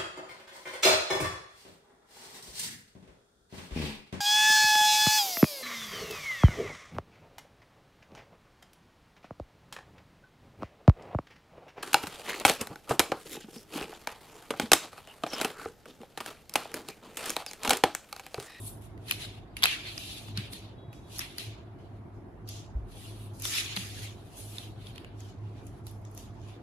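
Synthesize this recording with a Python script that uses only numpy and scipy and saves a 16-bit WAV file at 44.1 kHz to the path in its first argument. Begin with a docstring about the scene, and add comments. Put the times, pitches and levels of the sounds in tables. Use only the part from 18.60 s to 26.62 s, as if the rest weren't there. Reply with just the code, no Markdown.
"""Scissors, cloth and foam mat

Large scissors finish a cut through cotton and are dropped on a foam mat; hands and feet then slide over
cloth and mat. Rubbing is band-filtered noise shaped by strokes; snips, drops and ticks are noise bursts in
damped resonances, answered by a hard-walled room. Heels and knees thud as decaying sines, a fan hums as
narrow noise bands in steady air noise, and a far horn gives a brief run of blasts from two overtones."""
import sys
import numpy as np
from scipy import signal
from scipy.fft import rfft, irfft, next_fast_len
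from scipy.io import wavfile
from scipy.ndimage import uniform_filter1d, map_coordinates

SR = 44100
rng = np.random.default_rng(int(sys.argv[2]) if len(sys.argv) > 2 else 0)


def materialize(psi):
    """Save the field psi as 16-bit PCM at rate SR to the path in sys.argv[1].

    A 1-D psi becomes a single channel; in a 2-D psi each row is a channel.
    """
    bounded = np.clip(np.atleast_2d(psi).T, -1, 1)
    quanta = np.round(bounded * 32767).astype(np.int16)
    wavfile.write(sys.argv[1], SR, quanta)


N = 353682  # samples in the scene

# Spectrum of steady air and street noise: (frequency [Hz], relative level per Hz [dB])
AIR_SPECTRUM = [(12, -81.5), (28, -34), (48, -7.5), (113, 0), (171, -10), (343, -8.5), (507, -19.5),
                (689, -16), (1780, -30.5), (3770, -46), (6000, -52), (16000, -60)]
AIR_LEVEL_DB = -49
# Hum bands of the fan: (centre [Hz], width [Hz], rms level before any waver [dB])
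FAN_BANDS = [(47.3, 12, -59), (104.5, 6, -49), (195, 25, -65.5), (358, 100, -63), (682, 55, -69)]
# Random waver of the strongest hum band, as narrow noise has, used relative to its mean:
# (time [s], level [dB])
HUM_WAVER = [(0.0, -45.5), (1.54, -57), (1.79, -40), (1.96, -55), (2.26, -48), (2.72, -61), (2.88, -40.5),
             (2.95, -50.5), (5.43, -43), (5.69, -52), (6.59, -44), (8.02, -50)]
# Correlation of left and right in diffuse noise: (frequency [Hz], likeness [0 to 1])
LIKENESS = [(60, 0.92), (180, 0.96), (550, 0.61), (1650, 0.053), (4970, 0.016), (15000, 0.037)]

# Strokes of hands, feet and blades over cloth and mat: (time at full level [s], rise [s], hold [s],
# drift over the hold [dB], scrape level [dB], swish, hiss and rasp levels above the scrape [dB, dB, dB])
STROKES = [(0.078, 0.33, 0.079, -16, -54, -3, 9, -18), (0.213, 0.012, 0.035, 1, -69.5, -4, 3, -3),
           (0.485, 0.057, 0.028, 7, -47.5, -7, -5.5, -3), (0.51, 0.192, 0.11, 11, -57, -7.5, -6, -12),
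           (0.717, 0.006, 0.037, 3, -67.5, -13, -5, -14), (0.973, 0.015, 0.031, -10, -54, -6, -1, 5),
           (1.069, 0.081, 0.22, -16, -33, -12.5, -17, -3), (1.401, 0.28, 0.28, -7, -44.5, -8.5, -8.5, -13),
           (1.778, 0.042, 0.08, -11, -40, -15, -15, -3.5),
           (1.922, 0.055, 0.0039, 6.5, -52.5, -9, -1.5, -13), (2.337, 0.027, 0.082, -9, -62.5, 1, -6.5, -2),
           (2.529, 0.12, 0.067, 3, -54, -2.5, -4, -9), (2.606, 0.009, 0.16, -20, -41, -8.5, -9, 0.5),
           (2.8, 0.077, 0.036, -4, -41.5, -7, -7.5, -8), (3.188, 0.016, 0.085, 2, -73, -9.5, -13.5, -18),
           (3.328, 0.014, 0.039, 5, -80.5, -7, -8.5, -19.5),
           (3.558, 0.075, 0.094, -17.5, -79.5, 4.5, -9, -14.5),
           (3.891, 0.032, 0.11, -10.5, -51, 2.5, -8, -11), (4.321, 0.077, 0.17, 3, -56.5, -6, -4, -11),
           (4.483, 0.015, 0.18, 4.5, -67, -8.5, 0.5, -9), (4.741, 0.048, 0.32, 12, -74, 9, 9, -13),
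           (4.848, 0.052, 0.15, -10.5, -39, 5, 1, -1), (4.936, 0.1, 0.34, -16.5, -35.5, -8, -15, -5),
           (5.161, 0.0055, 0.29, -8.5, -42.5, -2, -5, -2.5), (5.54, 0.44, 0.24, 6.5, -67, -5.5, -3, -25),
           (5.772, 0.04, 0.21, -2, -60.5, 1.5, 6.5, -15), (6.005, 0.43, 0.1, -12.5, -52, -8.5, -8, -7.5),
           (6.29, 0.188, 0.039, -8, -53.5, -12, -9, -8), (6.353, 0.021, 0.064, -3, -57, -22, -9.5, -0.5),
           (6.604, 0.068, 0.049, -5, -58.5, 0, -6.5, -9), (6.855, 0.15, 0.134, -1, -69, -5, -12, 0.5),
           (7.077, 0.083, 0.011, -5.5, -67, 2, 3, -7), (7.167, 0.038, 0.023, 0, -78.5, -2.5, -0.5, 1.5),
           (7.28, 0.055, 0.15, -24.5, -59.5, 2, 1, -22), (7.474, 0.066, 0.006, -6, -71, 7, -18, -6),
           (7.592, 0.13, 0.03, -2, -60, 2.5, 0.5, -8), (7.771, 0.32, 0.105, 11, -76.5, -3.5, -12, -5),
           (7.886, 0.048, 0.049, -1, -62.5, -8.5, -10.5, -1.5)]
# Rubbing bands scrape, swish, hiss, rasp: (low edge [Hz], high edge [Hz], fade after the stroke [dB/s])
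RUBBING_BANDS = [(2300, 4490, 107), (5030, 6860, 130.5), (8300, 14000, 229), (1060, 2630, 90)]
# Spectrum of rubbed fabric: (frequency [Hz], relative level [dB])
FABRIC_SPECTRUM = [(500, -40), (900, -17), (1300, -15.5), (1900, -10), (2500, -5), (3500, -1), (4600, -3),
                   (5500, -6.5), (8000, -4), (16000, -14)]
STROKE_RISE_DB = 30  # climb during the rise

# Snips, drops and ticks, levels before the common gains below:
# (time [s], level [dB], ring [Hz], treble crack [dB], low knock [dB])
TICKS = [(0.22, -55, 6500, 12.5, -25), (0.376, -39.5, 2000, -16, -22), (0.482, -25.5, 3700, -14.5, -31),
         (0.4953, -21.5, 2120, -18.5, -39), (0.5096, -5, 2590, -9.5, -36), (0.52, -14, 4050, -26, -27),
         (0.9669, -16.5, 2620, -13, -34), (0.988, -34, 5100, -18.5, -28), (1.0229, -13.5, 3000, -9.5, -22),
         (1.0314, -4, 3270, -14, -26), (1.037, 2, 3800, -10, -20.5), (1.043, -11, 3170, -24, -10),
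         (1.0487, -12, 4100, -18.5, -16), (1.0549, -3, 2640, -10, -18.5), (1.0686, -17.5, 2705, -22, -12.5),
         (1.2414, -38, 2980, -17, -21), (1.377, -16, 4940, -32, -35), (1.683, -30.5, 1460, -27, -10.5),
         (1.7734, -13, 4040, -19, -33), (1.9321, -21, 4090, -10, -35), (2.3285, -36.5, 2520, -7, -18),
         (2.583, -30, 4680, 8, -27), (2.591, -15.5, 5200, -4.5, -21.5), (2.6146, -23, 2600, -19, -27),
         (2.7818, -16.5, 4370, -8, -42), (3.8751, -36.5, 4150, -8.5, -24), (3.8879, -27, 4630, -2, -33),
         (4.797, -35, 6680, 3.5, -27), (4.8204, -28, 6000, 5.5, -32), (4.8522, -17, 3300, -3.5, -13.5),
         (4.982, -10.5, 2490, -13, -40), (5.1633, -13.5, 4030, -25.5, -20),
         (5.1698, -13.5, 2860, -25.5, -18), (5.982, -19.5, 3610, -22, -36), (6.268, -30, 3370, -25, -30),
         (6.3575, -30, 3400, -16, -29.5), (6.3787, -25, 3000, -26, -34), (6.4449, -32, 2600, -22, -16),
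         (6.6036, -37.5, 6500, -20.5, -24), (7.0667, -40, 6500, 0, -23), (7.267, -29, 4140, -1.5, -31),
         (7.3111, -47, 3380, 9, -21), (7.4145, -62, 6030, 6, -25), (7.4496, -37, 6000, -31, -23),
         (7.5131, -55.5, 5940, 11, -23.5), (7.5478, -46.5, 6210, 8.5, -12.5),
         (7.5752, -29.5, 5700, -1.5, -29.5), (7.8148, -48, 5760, -30, -22.5)]
TICK_GAIN_DB, CRACK_GAIN_DB, KNOCK_GAIN_DB = 16.5, -5.5, 9.5
TICK_T60_S, TICK_BODY_DB, TICK_ROOM_DB = .013, -9, -13.5
# Path difference as the hands move: (time [s], lag of the left port [ms])
HAND_LAG = [(0, 0.28), (.9, 0.18), (1, -0.24), (1.9, -0.45), (2.4, 0.309), (8, 0.27)]
# Reverberation of the hard walls: (frequency [Hz], t60 [s])
WALL_DECAY = [(300, 0.78), (1300, 0.14), (3500, 0.23), (9000, 0.35), (15000, 0.21)]

# Heels and knees on the floor, levels before the common gain: (time [s], level [dB], pitch [Hz], t60 [s])
THUDS = [(1.037, -40, 191, 0.089), (1.78, -29, 121, 0.14), (1.777, -30, 194, 0.086),
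         (2.279, -25, 108, 0.062), (4.152, -15.5, 58.9, 0.12), (4.216, -29, 45.7, 0.23),
         (5.168, -32, 189, 0.12)]
THUD_GAIN_DB = 3.5

# Blasts of the horn: (start [s], length [s], level [dB])
HORN_BLASTS = [(2.14, .03, -76.5), (2.18, .16, -63.5), (2.355, 0.046, -64), (2.428, 0.077, -65)]
# Overtones that carry: (multiple of the fundamental [1], level [dB])
HORN_TONES = [(7, -5.5), (8, -5)]
HORN_HZ, HORN_EDGE_S = 479, .02

# Treble colour of the whole sound: (frequency [Hz], gain [dB])
TREBLE_COLOUR = [(7500, 0.5), (8700, -1.5), (10300, 7.5), (11450, 1), (11950, -11), (12500, 5.5),
                 (14000, 3.5), (14700, -8), (15800, -20)]
BAND_LIMIT_HZ = 15795


def amp(db):
    """Decibel law: the amplitude factor of a level in dB."""
    return 10 ** (np.asarray(db) / 20)


def unit(x):
    """Power normalisation: x at rms 1."""
    return x / np.sqrt(np.mean(x ** 2) + 1e-20)


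def along(points, hz):
    """Logarithmic frequency scale: (Hz, value) points interpolated on it."""
    f, v = np.transpose(points)
    return np.interp(np.log(hz + 1), np.log(f + 1), v)


def wobble(rate):
    """Band-limited fluctuation: a smooth random curve through `rate` knots a second."""
    knots = rng.standard_normal(int(N * rate / SR) + 4)
    return map_coordinates(knots, [np.arange(N) * rate / SR])


def filtered(x, response):
    """Linear filtering: the spectrum of x times a response of frequency."""
    m = next_fast_len(x.shape[-1] + 8192)
    spectrum = rfft(x, m) * response(np.fft.rfftfreq(m, 1 / SR))
    return irfft(spectrum, m)[..., :x.shape[-1]]


def mode(f, hz, width):
    """Damped oscillator: the response of a causal resonance with peak gain 1."""
    return 1j * f * width / (hz * hz - f * f + 1j * f * width + 1e-9)


def diffuse(gain, patchy_db=0):
    """Diffuse field: stereo noise of rms 1 in random patches, alike on both sides only in the bass."""
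    cells = signal.stft(rng.standard_normal((2, N)), nperseg=512)[2]
    patches = rng.standard_normal(cells.shape[1:])
    patches = uniform_filter1d(uniform_filter1d(patches, 3, 0), 6, 1)
    pair = signal.istft(cells * amp(patchy_db * unit(patches)), nperseg=512)[1][:, :N]
    # the mid/side mixing angle sets the left-right correlation
    turn = lambda f: np.arccos(np.clip(along(LIKENESS, f), -1, 1)) / 2
    mid, side = filtered(pair, lambda f: gain(f) * [np.cos(turn(f)), np.sin(turn(f))])
    return unit(np.array([mid + side, mid - side]))


def room_tone():
    """Broadband noise and narrow-band hum: steady air plus fuzzy fan bands, a little louder right."""
    bands = []
    for hz, width, db in FAN_BANDS:
        bands.append(amp(db) * diffuse(lambda f: np.abs(mode(f, hz, width)) ** 2))
    low, main, *upper = bands
    waver_db = np.interp(np.arange(N) / SR, *np.transpose(HUM_WAVER))
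    main = main * amp(waver_db - waver_db.mean())
    air = amp(AIR_LEVEL_DB) * diffuse(lambda f: amp(along(AIR_SPECTRUM, f)), patchy_db=1.93)
    return (air + low + main + sum(upper)) * amp([[-.4], [.4]])


def rubbing():
    """Stick-slip friction: fibres catch and slip in fine grains; the hiss fades fastest after a stroke."""
    columns = np.transpose(STROKES)[:, :, None]
    full, rise, hold, drift_db, scrape_db, swish_db, hiss_db, rasp_db = columns
    t = np.arange(0, N / SR + .002, .001)  # 1 ms grid for the envelopes
    slips_db = 2.1 * wobble(14) + 0.91 * wobble(55) + 0.55 * wobble(400)
    since, held = t - full, np.maximum(hold, .005)
    rise_db = STROKE_RISE_DB * np.minimum(since, 0) / np.maximum(rise, .004)
    hold_db = drift_db * np.clip(since / held, 0, 1)
    out = np.zeros((2, N))
    for (low_hz, high_hz, fade), above_db in zip(RUBBING_BANDS, [0, swish_db, hiss_db, rasp_db]):
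        shape_db = rise_db + hold_db - fade * np.maximum(since - held, 0)
        # overlapping strokes add in power
        level = np.linalg.norm(amp(scrape_db + above_db + shape_db), axis=0)
        edges = lambda f: np.sqrt((1 + (low_hz / (f + 1)) ** 14) * (1 + (f / high_hz) ** 14))
        noise = diffuse(lambda f: amp(along(FABRIC_SPECTRUM, f)) / edges(f), patchy_db=3.0)
        out += np.interp(np.arange(N) / SR, t, level) * noise
    return out * unit(amp(slips_db))


def walls(length=SR // 2):
    """Reverberation: a fresh stereo tail, left energy 1, each frequency decaying at its own rate."""
    hz, t, cells = signal.stft(rng.standard_normal((2, length)), SR, nperseg=256)
    decay = amp(-60 * t / along(WALL_DECAY, hz)[:, None])
    tail = signal.istft(cells * decay, SR, nperseg=256)[1]
    return tail / np.linalg.norm(tail[0])


def ticks():
    """Impact excitation: brief chatter drives a ring, a broad body, a crack and a knock, then the room."""
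    out, t = np.zeros((2, N + SR)), np.arange(SR // 16) / SR
    shape = amp(-60 * t / TICK_T60_S) * (1 - np.exp(-t / 0.0014)) ** 2
    for s, db, hz, crack_db, knock_db in TICKS:
        shared, *own = rng.standard_normal((3, len(t)))
        # bounces off the mat make the two ports hear only partly the same burst
        burst = shape * (shared + 1.5 * np.array(own))
        burst /= np.linalg.norm(burst, axis=1, keepdims=True)
        burst[:, round(.0012 * SR)] += .65  # the hard moment of contact

        ring = lambda f: mode(f, hz, 0.27 * hz) ** 2
        body = lambda f: amp(TICK_BODY_DB) * mode(f, 2500, 3400) ** 2
        crack = lambda f: amp(crack_db + CRACK_GAIN_DB) * mode(f, 11800, 5400) ** 2
        knock = lambda f: amp(knock_db + KNOCK_GAIN_DB) * mode(f, 950, 2000) ** 3
        colour = lambda f: ring(f) + body(f) - crack(f) - knock(f)

        lag_ms = np.interp(s, *np.transpose(HAND_LAG))
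        delay_ms = [[lag_ms], [0]] - np.minimum(lag_ms, 0)  # the nearer port has no delay
        spacing = lambda f: np.exp(-2j * np.pi * f * delay_ms / 1000)
        hit = amp(db + TICK_GAIN_DB) * filtered(burst, lambda f: colour(f) * spacing(f))
        late = np.pad(hit[:1], ((0, 0), (180, 0)))  # the room answers 180 samples later
        echo = amp(TICK_ROOM_DB) * signal.fftconvolve(late, walls(), axes=1)
        start = round(s * SR)
        out[:, start:start + len(t)] += hit
        out[:, start:start + echo.shape[1]] += echo
    return out[:, :N]


def thuds():
    """Damped low-frequency vibration: soft weight on the floor gives one slowly rising boom."""
    out, t = np.zeros(N + SR), np.arange(SR // 2) / SR
    for s, db, hz, t60 in THUDS:
        decay = amp(db + THUD_GAIN_DB - 60 * t / t60)
        rise = 1 - np.exp(-t * hz / 1.2)
        out[round(s * SR):][:len(t)] += decay * np.sin(2 * np.pi * hz * t) * rise
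    return out[:N]


def horn():
    """Harmonic series: only two overtones of a far horn reach the room, wavering on each side."""
    t = np.arange(N) / SR
    sides = []
    for side in "LR":
        tones = []
        for k, db in HORN_TONES:
            level = amp(db + 3.8 * wobble(29.8))
            tones.append(level * np.sin(2 * np.pi * k * HORN_HZ * t + 0.49 * wobble(10)))
        sides.append(sum(tones))
    blasts = np.zeros(N)
    for s, length, db in HORN_BLASTS:
        inside = np.minimum(t - s, s + length - t)  # time to the nearer end
        blasts += amp(db) * np.clip(inside / HORN_EDGE_S + .5, 0, 1)
    return blasts * np.array(sides)


def scene():
    """Superposition: all sources add at the two microphone ports."""
    return room_tone() + rubbing() + ticks() + thuds() + horn()


def record(dry):
    """Frequency response: a fixed curve colours the treble; nothing is kept above the band limit."""
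    return filtered(dry, lambda f: amp(along(TREBLE_COLOUR, f)) * (f < BAND_LIMIT_HZ))


dry = scene()
out = record(dry)
materialize(out)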